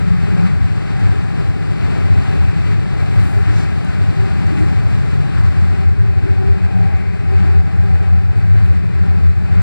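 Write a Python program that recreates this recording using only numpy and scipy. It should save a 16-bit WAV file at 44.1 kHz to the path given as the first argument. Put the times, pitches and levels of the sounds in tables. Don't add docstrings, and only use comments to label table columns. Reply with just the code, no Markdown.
import sys
import numpy as np
from scipy import signal
from scipy.fft import rfft, irfft, next_fast_len
from scipy.io import wavfile
from scipy.ndimage import uniform_filter1d, minimum_filter1d

SR = 44100
rng = np.random.default_rng(int(sys.argv[2]) if len(sys.argv) > 2 else 0)


def persist_wave(psi):
    counts = np.round(np.clip(psi, -1, 1) * 32767).astype(np.int16)
    wavfile.write(sys.argv[1], SR, np.atleast_2d(counts).T)


N = 424241
SIZE = next_fast_len(N)
HZ = np.fft.rfftfreq(SIZE, 1 / SR)
TIME = np.arange(N) / SR


def gain_of(db):
    return 10 ** (np.asarray(db) / 20)


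def evened(x):
    return x / np.sqrt(np.mean(x ** 2) + 1e-20)


def over_time(rows):
    return np.interp(TIME, *np.transpose(rows))


def colour(rows):
    hz, db = np.transpose(rows)
    return gain_of(np.interp(np.log(HZ + 1), np.log(hz), db))


def resonances(modes):
    power = sum(gain_of(db) ** 2 / (1 + ((HZ - hz) / width) ** 2) ** 3 for hz, width, db in modes)
    return np.sqrt(power)


def filtered(x, shape):
    return irfft(rfft(x, SIZE) * shape, SIZE)[:, :N]


def white():
    return rng.standard_normal(len(HZ)) + 1j * rng.standard_normal(len(HZ))


def wobble(rate_hz):
    return evened(irfft(white() / (1 + (HZ / rate_hz) ** 2), SIZE)[:N])


# frequency in Hz, likeness 0-1,
# lead of the left in radians, left minus right in dB.
PORT_RESPONSE = [(30, 0.97, 3.13, 1.8), (70, 0.9995, 3.13, 1.7), (200, 0.998, 3.14, 1.9),
                 (400, 0.9939, 3.2, 2.5), (600, 0.8789, 3.45, 4.3), (800, 0.8091, 3.91, 4.8),
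                 (1000, 0.5469, 4.38, 6.5), (1200, 0.8081, 5.82, 4.8), (1550, 0.9314, 6.42, 4.3),
                 (2000, 0.8199, 6.99, 5.1), (2450, 0.5463, 8.46, 5.4), (2800, 0.8125, 9.32, 4.0),
                 (3250, 0.8503, 9.52, 2.9), (3950, 0.0518, 11.21, 3.3), (4650, 0.8019, 12.55, 3.1),
                 (5500, 0.1905, 11.11, 1.3), (6350, 0.9159, 9.42, -0.5), (7200, 0.5858, 7.84, -4.0),
                 (8000, 0.626, 6.5, -5.3), (9500, 0.3923, 3.95, -3.7), (12000, 0.752, 6.34, -0.2)]


def port_pair():
    hz, *columns = np.transpose(PORT_RESPONSE)
    same, lead_rad, balance_db = (np.interp(HZ, hz, c) for c in columns)
    same = np.clip(same, 0, 1)
    shared = same * np.exp(-1j * lead_rad) / gain_of(balance_db)
    own = np.sqrt(1 - same ** 2) / gain_of(balance_db)
    return shared, own


def heard(x, ports):
    return irfft(rfft(x, SIZE) * np.array([np.ones(len(HZ)), ports[0]]), SIZE)[:, :N]


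def noise(shape, ports):
    shared, own = ports
    left = white()
    right = shared * left + own * white()
    x = irfft(np.array([left, right]) * shape, SIZE)[:, :N]
    return x / np.sqrt(np.mean(x[0] ** 2))


def steadied(x, span_s):
    size = max(int(span_s * SR), 1)
    power = uniform_filter1d(uniform_filter1d(x[0] ** 2, size), size)
    return x / np.sqrt(abs(power) + 1e-6)


def strands(modes, ports, span_s):
    power = sum(gain_of(db) ** 2 for hz, width, db in modes)
    total = sum(gain_of(db) * steadied(noise(resonances([(hz, width, 0)]), ports), span_s)
                for hz, width, db in modes)
    return total / np.sqrt(power)


def arch(s, length_s):
    out, near = np.zeros(N), abs(TIME - s) < length_s / 2
    out[near] = np.cos(np.pi * (TIME[near] - s) / length_s) ** 2
    return out


def swell(ports, s, length_s, hz, width_hz, db):
    return gain_of(db) * arch(s, length_s) * noise(resonances([(hz, width_hz, 0)]), ports)


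def tones(rows, bend, peaked):
    out = np.zeros(N)
    draws = rng.uniform(-1.17, 1, (len(rows), 2))
    for (s, length_s, hz, db), (phase, way) in zip(rows, draws):
        near = abs(TIME - s) < length_s / 2
        t = TIME[near] - s
        turns = hz * (t + way * bend * t ** 2 / length_s) + phase
        envelope = abs(np.cos(np.pi * t / length_s)) ** peaked
        out[near] += gain_of(db) * envelope * np.sin(2 * np.pi * turns)
    return out


# time in seconds, share of crossing 0-1.
CROSSING = [(5.6, 0), (5.95, 0.99)]


def crossing_share():
    return over_time(CROSSING)


# time in seconds, roughness in dB about its mean.
TRACK_ROUGHNESS = [(0.0, -0.8), (.15, -0.8), (.33, 1.1), (.46, 2), (.53, -1.5), (.7, -1.5), (.86, -1.2),
                   (.95, 0.5), (1.13, 1.3), (1.27, -2), (1.42, -0.1), (1.51, -3), (1.75, 0.2), (1.85, 1.5),
                   (1.98, 1.5), (2.13, 1.2), (2.35, 2), (2.47, -0.5), (2.63, 0.5), (2.72, 1.3),
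                   (2.78, -1.9), (3.0, .4), (3.13, 1.5), (3.33, -0.5), (3.51, 2.2), (3.74, 0), (3.87, 0),
                   (4.02, 0), (4.35, 0), (4.58, 1), (4.7, 0.4), (4.9, -0.5), (5.15, 0.5), (5.28, -1.6),
                   (5.38, 0.8), (5.5, -2.6), (5.58, -0.8), (5.78, 1), (5.9, -1), (6.12, -1.5), (6.27, 1.7),
                   (6.43, 0), (6.5, 1.4), (6.72, 0.3), (7.0, 0.5), (7.06, -.4), (7.22, -1), (7.33, 2),
                   (7.47, 2.5), (7.62, -1.7), (7.68, -0.3), (8.1, 0), (8.15, -1.2), (8.29, -3.5),
                   (8.38, -1.5), (8.65, 1), (8.82, -2.5), (8.93, -1.5), (9.06, .5), (9.22, 0), (9.35, -3),
                   (9.5, 0), (9.61, 3)]


def ride(follow, db=0, crossing_db=0):
    return gain_of(db + follow * over_time(TRACK_ROUGHNESS) + crossing_db * crossing_share())


# frequency in Hz, width in Hz, relative level in dB.
LOW_BOOM_MODES = [(84.15, 11.6, 0)]
HIGH_BOOM_MODES = [(101.7, 13, 0)]
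# centre in seconds, length in seconds before ringing,
# guide pitch in Hz that weights the two modes, peak in dB.
THROBS = [(0.308, .05, 94, -9), (0.573, 0.061, 92, -6.5), (0.622, 0.037, 94, -3), (0.652, .03, 97, -4.5),
          (1.06, 0.049, 99, -2.5), (1.113, 0.046, 98, -5.5), (1.183, 0.062, 92, -6.5),
          (1.491, 0.048, 93.4, -4.5), (1.846, .05, 90, -6.5), (2.045, .1, 89, -6), (2.122, .06, 90, -2.5),
          (2.187, 0.05, 88, -3.5), (2.403, 0.073, 86, -4.5), (2.49, 0.11, 94.5, -4), (2.6, .05, 94, -7.5),
          (2.728, .07, 100, -6.5), (2.784, 0.055, 96, -8), (3.032, 0.041, 94, -7), (3.183, 0.095, 96, -0.5),
          (3.376, 0.038, 98, -3.5), (3.42, .04, 92, -5.5), (3.505, .05, 91, -4.5), (3.555, 0.055, 100, -7),
          (4.025, 0.044, 95, -4.5), (4.090, .04, 94, -6.5), (4.206, .12, 95.7, -4), (4.465, .05, 96, -5),
          (4.627, 0.095, 94, -4), (4.775, .03, 100, -4.5), (4.862, 0.063, 97, -4), (4.949, 0.046, 98, -6),
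          (5.14, 0.057, 85, -9), (5.444, 0.045, 97.2, -4), (5.482, 0.045, 89, -3), (5.582, .06, 91, -4),
          (5.697, 0.094, 87, -5), (5.875, 0.092, 89.8, -1.5), (6.009, 0.082, 97, -1.5),
          (6.095, 0.043, 94, -6.5), (6.18, 0.057, 94, -2.5), (6.311, .07, 94.6, -2.5),
          (6.396, 0.069, 98.9, -7), (6.469, .04, 94.5, -5.5), (6.506, 0.077, 88.4, 0),
          (6.648, 0.083, 91.8, -2.5), (6.816, 0.15, 97.6, -4.5), (6.95, 0.061, 89.4, -4),
          (7.285, .07, 88, -4), (7.37, .12, 86.5, -2), (7.432, .05, 89, -5), (7.488, .07, 86, -3.5),
          (7.59, 0.074, 82, -1.5), (7.746, 0.058, 89, -7), (7.796, 0.068, 90, -1.5), (7.942, .08, 89, -2),
          (8.135, 0.13, 85, -2.5), (8.180, .04, 85.9, -4.5), (8.303, 0.04, 91, -5), (8.442, .07, 98, -5),
          (8.525, .06, 97, 1.5), (8.587, 0.061, 98, -2), (8.637, .06, 97, 0), (8.711, .07, 88.9, -0.5),
          (8.776, .06, 88, -6), (8.871, .06, 99, -7), (9.018, .09, 88, -2), (9.102, .05, 88.6, -4),
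          (9.171, 0.047, 88.8, -3.5), (9.266, .16, 81, -2.5), (9.375, 0.04, 90.8, -4), (9.526, .04, 95, -4),
          (9.571, 0.063, 84.7, -3.5)]


def throbs(wander_hz=2.0, peaked=1.33, ring_s=0.064):
    s, length_s, hz, db = np.transpose(THROBS)
    low_hz, high_hz = LOW_BOOM_MODES[0][0], HIGH_BOOM_MODES[0][0]
    beats = np.maximum(np.round(np.diff(s) * (high_hz - low_hz)), 1)
    apart = np.interp(TIME, s, np.append(0, np.cumsum(beats)))
    turns = np.cumsum((low_hz + high_hz) / 2 + wander_hz * wobble(rate_hz=2.78)) / SR
    upper = np.interp(np.interp(TIME, s, hz), [low_hz, high_hz], [0, 1])
    low = (1 - upper) * np.sin(2 * np.pi * (turns - apart / 2))
    high = upper * np.sin(2 * np.pi * (turns + apart / 2))
    throbbing = np.zeros(N)
    for centre, span in zip(s, length_s):
        throbbing = np.maximum(throbbing, arch(centre, span + ring_s))
    return gain_of(np.interp(TIME, s, db)) * throbbing ** (peaked / 2) * (low + high), throbbing


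# time in seconds, relative level in dB.
LOW_BOOM_LEVEL = [(0.01, -10.5), (0.69, -19), (0.87, -27), (1.71, -19), (2.03, -17), (3.73, -15),
                  (5.79, -11), (7.11, -16), (7.37, -12), (8.17, -14), (8.43, -12), (9.59, -12)]
HIGH_BOOM_LEVEL = [(0.01, -14), (1.21, -14), (1.57, -14.5), (3.49, -13), (3.83, -20.5), (4.07, -17),
                   (5.31, -17), (6.09, -9), (6.79, -12.5), (7.15, -15.5), (8.29, -13), (8.53, -9),
                   (9.15, -18), (9.59, -9)]


def cabin_boom(ports, centre_hz=94, half_width_hz=21, boom_db=-3.5, throb_share=0.73):
    low_air = steadied(noise(resonances(LOW_BOOM_MODES), ports), span_s=0.21)
    high_air = steadied(noise(resonances(HIGH_BOOM_MODES), ports), span_s=0.29)
    air = gain_of(over_time(LOW_BOOM_LEVEL)) * low_air + gain_of(over_time(HIGH_BOOM_LEVEL)) * high_air
    boom = filtered(air, 1 / np.sqrt(1 + ((HZ - centre_hz) / half_width_hz) ** 12))
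    throb, throbbing = throbs()
    return gain_of(boom_db) * boom * (1 - throb_share * throbbing) + heard(throb, ports)


# time in seconds, level in dB on track of mean roughness.
DRONE_LEVEL = [(0.0, -18.5), (0.45, -17.5), (0.7, -22.5), (1.5, -25), (3.8, -26), (4.6, -20), (5.1, -24),
               (5.5, -24), (5.85, -22.5), (6.35, -29), (6.65, -19.5), (7.0, -26), (7.8, -20.5), (8.3, -23),
               (8.85, -19), (9.6, -23.5)]
# frequency in Hz, width in Hz, relative level in dB.
DRONE_MODES = [(162.6, 15, -3), (184.9, 16, -0.5)]
# centre in seconds, length in seconds, pitch in Hz, peak in dB.
HUMS = [(0.126, 0.31, 170, -12), (0.44, 0.35, 172.8, -14), (1.401, 0.067, 154, -13),
        (6.832, 0.24, 176.4, -15), (8.795, 0.135, 179.4, -15), (9.06, 0.23, 183.5, -17.5),
        (9.55, 0.25, 174, -14)]


def floor_drone(ports):
    drone = steadied(noise(resonances(DRONE_MODES), ports), span_s=0.27)
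    hums = tones(HUMS, bend=0.026, peaked=2.1)
    return gain_of(over_time(DRONE_LEVEL)) * ride(follow=1.0) * drone + heard(hums, ports)


# frequency in Hz, relative density in dB per Hz.
BODY_COLOUR = [(8, -28), (25, -16), (42, -9), (52, -9), (68, 4), (80, -1.5), (115, -8.5), (160, -2),
               (205, -9), (320, -9.5), (440, -12.5), (510, -18.5), (700, -18.5), (950, -31), (3000, -74)]
# frequency in Hz, width in Hz, relative level in dB.
PANEL_MODES = [(58.3, 7.8, 0.5), (134, 23, 6.5), (223.4, 13.5, -7), (259.2, 11, -7.5), (313, 48, -13.5)]


def panel_rumble(ports):
    body = steadied(noise(colour(BODY_COLOUR), ports), span_s=0.083)
    panels = steadied(noise(resonances(PANEL_MODES), ports), span_s=0.22)
    return (ride(follow=0.86, db=-23.0, crossing_db=-3.0) * body
            + ride(follow=0.31, db=-21.0, crossing_db=-5.0) * panels)


# frequency in Hz, width in Hz, relative level in dB.
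GROWL_MODES = [(381, 15, 0.32), (402, 7.6, 0.5)]


def gear_growl(ports):
    return ride(follow=1.5, db=-37.0, crossing_db=1.5) * strands(GROWL_MODES, ports, span_s=0.13)


# time in seconds, level in dB before roughening.
HOWL_LEVEL = [(0.0, -42.5), (.4, -34), (.7, -39.5), (1.0, -35), (1.25, -36.5), (1.5, -39), (1.9, -39.5),
              (2.28, -35), (2.45, -37), (2.75, -44), (3.05, -35), (3.55, -35), (4.0, -40), (4.3, -34.5),
              (4.55, -33.5), (5.05, -41), (5.25, -36), (5.5, -41), (5.7, -35), (6.0, -45), (6.18, -38),
              (6.3, -38), (6.6, -36), (6.8, -33), (6.95, -32.5), (7.1, -44), (7.47, -33), (7.65, -39),
              (7.87, -35), (8.1, -36.5), (8.28, -40), (8.45, -38.5), (8.68, -39.5), (8.82, -48), (9.1, -36),
              (9.3, -45), (9.58, -36)]
# frequency in Hz, width in Hz, relative level in dB.
HOWL_MODES = [(665, 46, -2), (749, 36, 3), (788.5, 27, 3.5), (838, 56, 0.8), (1665, 140, -6.5)]


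def wheel_howl(ports, rough_db=1.0):
    howl = gain_of(over_time(HOWL_LEVEL)) * strands(HOWL_MODES, ports, span_s=0.12)
    return howl * gain_of(rough_db * wobble(rate_hz=21))


def reflections(delay_s=.012, strength=0.14, count=14):
    lags_s = delay_s * rng.uniform(0.203, 2, count)
    signs = rng.choice([-1, 1], count)
    echoes = sum(sign * np.exp(-2j * np.pi * HZ * lag) for lag, sign in zip(lags_s, signs))
    return abs(1 + strength * echoes / np.sqrt(count))


# frequency in Hz, relative density in dB per Hz.
ROAR_COLOUR = [(200, -38), (650, -10), (1000, 0), (1600, 0.5), (2100, -1.5), (2550, -2.5), (2780, -8),
               (3500, -16), (4550, -14), (4950, -25), (7000, -54), (12000, -63)]
HISS_COLOUR = [(800, -31), (2800, 8), (4500, 5.5), (5100, 3), (6500, -3.5), (8000, -5), (10000, -12),
               (12000, -20.5), (14000, -28), (15300, -31)]
# change in dB, by octave from 1 kHz up.
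CROSSING_ROAR_DB = [-0.5, 0.4, -0.5]
# frequency in Hz, width in Hz, relative level in dB.
RIM_MODES = [(1590, 97, -0.5), (2130, 230, -5.5), (2492, 140, -0.5)]


def rail_rush(ports, flutter_db=0.72, patchy_db=0.54, rim_db=-9):
    rails = noise(colour(ROAR_COLOUR) * reflections(), ports)
    octave = np.clip(np.log2((HZ + 1) / 1000), 0, 2)
    crossing = crossing_share()
    roar = np.zeros((2, N))
    for k, change_db in enumerate(CROSSING_ROAR_DB):
        band = filtered(rails, np.maximum(1 - abs(octave - k), 0))
        roar += band * gain_of(change_db * crossing + patchy_db * wobble(rate_hz=16.0))
    rims = gain_of(rim_db) * crossing * noise(resonances(RIM_MODES), ports)
    hiss = noise(colour(HISS_COLOUR), ports)
    rush = ride(follow=1.0, db=-33.5, crossing_db=-4.0) * (roar + rims)
    rush += ride(follow=0.72, db=-46.0, crossing_db=-5.0) * hiss
    return rush * gain_of(flutter_db * wobble(rate_hz=18))


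# frequency in Hz, mean left level in dB before the crossing,
# right minus left in dB, change on the crossing in dB.
INVERTER_TONES = [(2029, -55, -6.5, -5.5), (3996, -68.5, -1, -9)]


def inverter_whine(fade_db=4.5):
    out = np.zeros((2, N))
    for hz, db, balance_db, crossing_db in INVERTER_TONES:
        gain = gain_of(db + crossing_db * crossing_share() + fade_db * wobble(rate_hz=4))
        out += gain_of([[0], [balance_db]]) * gain * np.sqrt(2) * np.sin(2 * np.pi * hz * TIME)
    return out


# centre in seconds, length in seconds, mean pitch in Hz, relative peak in dB.
GEAR_TONES = [(0.121, .12, 408, -27), (0.333, 0.52, 396, -27), (1.141, 0.19, 397, -27),
              (1.39, 0.3, 397, -31), (1.869, 0.2, 408, -30), (2.714, .14, 402, -27),
              (3.109, 0.27, 389, -32), (3.378, 0.22, 401, -25.5), (4.237, 0.35, 380.6, -25),
              (4.613, 0.27, 388, -28), (5.8, 0.32, 383.4, -26), (6.06, .4, 386, -31),
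              (6.288, 0.2, 384, -20.5), (6.458, 0.53, 385.6, -22), (7.223, .13, 392, -28),
              (7.33, 0.16, 381, -22), (7.469, 0.11, 388, -34), (7.568, .25, 394, -27),
              (7.889, 0.12, 391.4, -26.5), (8.551, 0.31, 684, -44), (6.77, .3, 748, -33),
              (6.88, 0.39, 801, -35), (7.87, .28, 794, -32), (8.06, 0.33, 767, -38.5),
              (8.05, .4, 1610, -47), (1.1, 0.44, 1620, -39), (8.55, 0.34, 1600, -44)]


def gear_song(ports, rough_db=2.0, octave_db=-14, song_db=0.9, waver=0.019):
    octaves = [(s, length_s, 2 * hz, db + octave_db) for s, length_s, hz, db in GEAR_TONES]
    song = tones(GEAR_TONES + octaves, bend=0.012, peaked=3.5)
    song = song * gain_of(song_db + rough_db * wobble(rate_hz=25))
    lag_s = np.cumsum(waver * wobble(rate_hz=21.0)) / SR
    lag_s = lag_s - uniform_filter1d(lag_s, size=16384)
    return heard(np.interp(TIME + lag_s, TIME, song), ports)


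# start in seconds, relative level in dB, centre in Hz,
# decay constant in seconds.
TICKS = [(.467, -50, 7000, .002), (.995, -47, 7000, .002), (2.674, -50, 7500, .002),
         (3.029, -57, 13500, .002), (3.506, -32, 2200, 0.0011), (3.848, -39, 8300, 0.0014),
         (4.469, -41, 6500, .002), (8.640, -52, 10500, .002), (8.652, -53, 11500, .002),
         (8.662, -51, 11000, .0018)]


def fittings(size=2048):
    out, t, f = np.zeros((2, N)), np.arange(size) / SR, np.fft.rfftfreq(size, 1 / SR)
    for s, db, hz, decay_s in TICKS:
        burst = rng.standard_normal((2, size)) * np.exp(-t / decay_s)
        shape = evened(1 / (1 + (2 * (f - hz) / hz) ** 2) ** 1.5)
        tick = irfft(rfft(np.roll(burst, size // 2, axis=1)) * shape)
        part = out[:, round(s * SR) - size // 2:][:, :size]
        part += gain_of(db) * tick[:, :part.shape[1]]
    return out


# centre in seconds, length in seconds, frequency in Hz, width in Hz, level in dB.
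LOW_SWELLS = [(3.512, 0.12, 290, 47, -21), (3.63, .3, 29, 12, -35), (4.568, 0.36, 305, 49, -23.5),
              (2.6, 1.7, 150, 24, -22.5), (5.046, 1.06, 138.5, 9.7, -18), (5.3, .4, 32, 14, -37),
              (6.255, 0.25, 312, 40, -28), (7.477, 0.17, 330, 90, -28)]


def low_swells(ports):
    return sum(swell(ports, *row) for row in LOW_SWELLS)


# centre in seconds, length in seconds, frequency in Hz, width in Hz, level in dB.
RIM_SWELLS = [(2.4, 1.0, 2560, 260, -44), (7.0, 0.61, 2190, 330, -40.5)]


def rim_swells(ports):
    return sum(swell(ports, *row) for row in RIM_SWELLS)


# centre in seconds, length in seconds, frequency in Hz, width in Hz,
# level in dB before fluttering.
HISS_SWELLS = [(3.28, 0.5, 8400, 5000, -55), (3.59, 0.22, 4400, 3000, -42), (4.6, 0.21, 7200, 2900, -56.5),
               (4.43, 3.2, 7700, 5800, -69), (8.385, .09, 9200, 3500, -63)]


def hiss_swells(ports, flutter_db=1.0):
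    return sum(swell(ports, *row) for row in HISS_SWELLS) * gain_of(flutter_db * wobble(rate_hz=300))


def scene():
    ports = port_pair()
    cabin = cabin_boom(ports) + floor_drone(ports) + panel_rumble(ports) + low_swells(ports)
    running_gear = gear_growl(ports) + wheel_howl(ports) + gear_song(ports)
    rolling = rail_rush(ports) + rim_swells(ports) + hiss_swells(ports)
    return cabin + running_gear + rolling + inverter_whine() + fittings()


def record(dry, limit=.99, edge_hz=15300):
    room = np.minimum(1, limit / (abs(dry).max(axis=0) + 1e-9))
    gain = uniform_filter1d(minimum_filter1d(room, size=901), size=901)
    low_pass = signal.firwin(511, edge_hz, window=("kaiser", 9), fs=SR)
    return signal.oaconvolve(dry * gain, low_pass[None], "same")


dry = scene()
out = record(dry)
persist_wave(out)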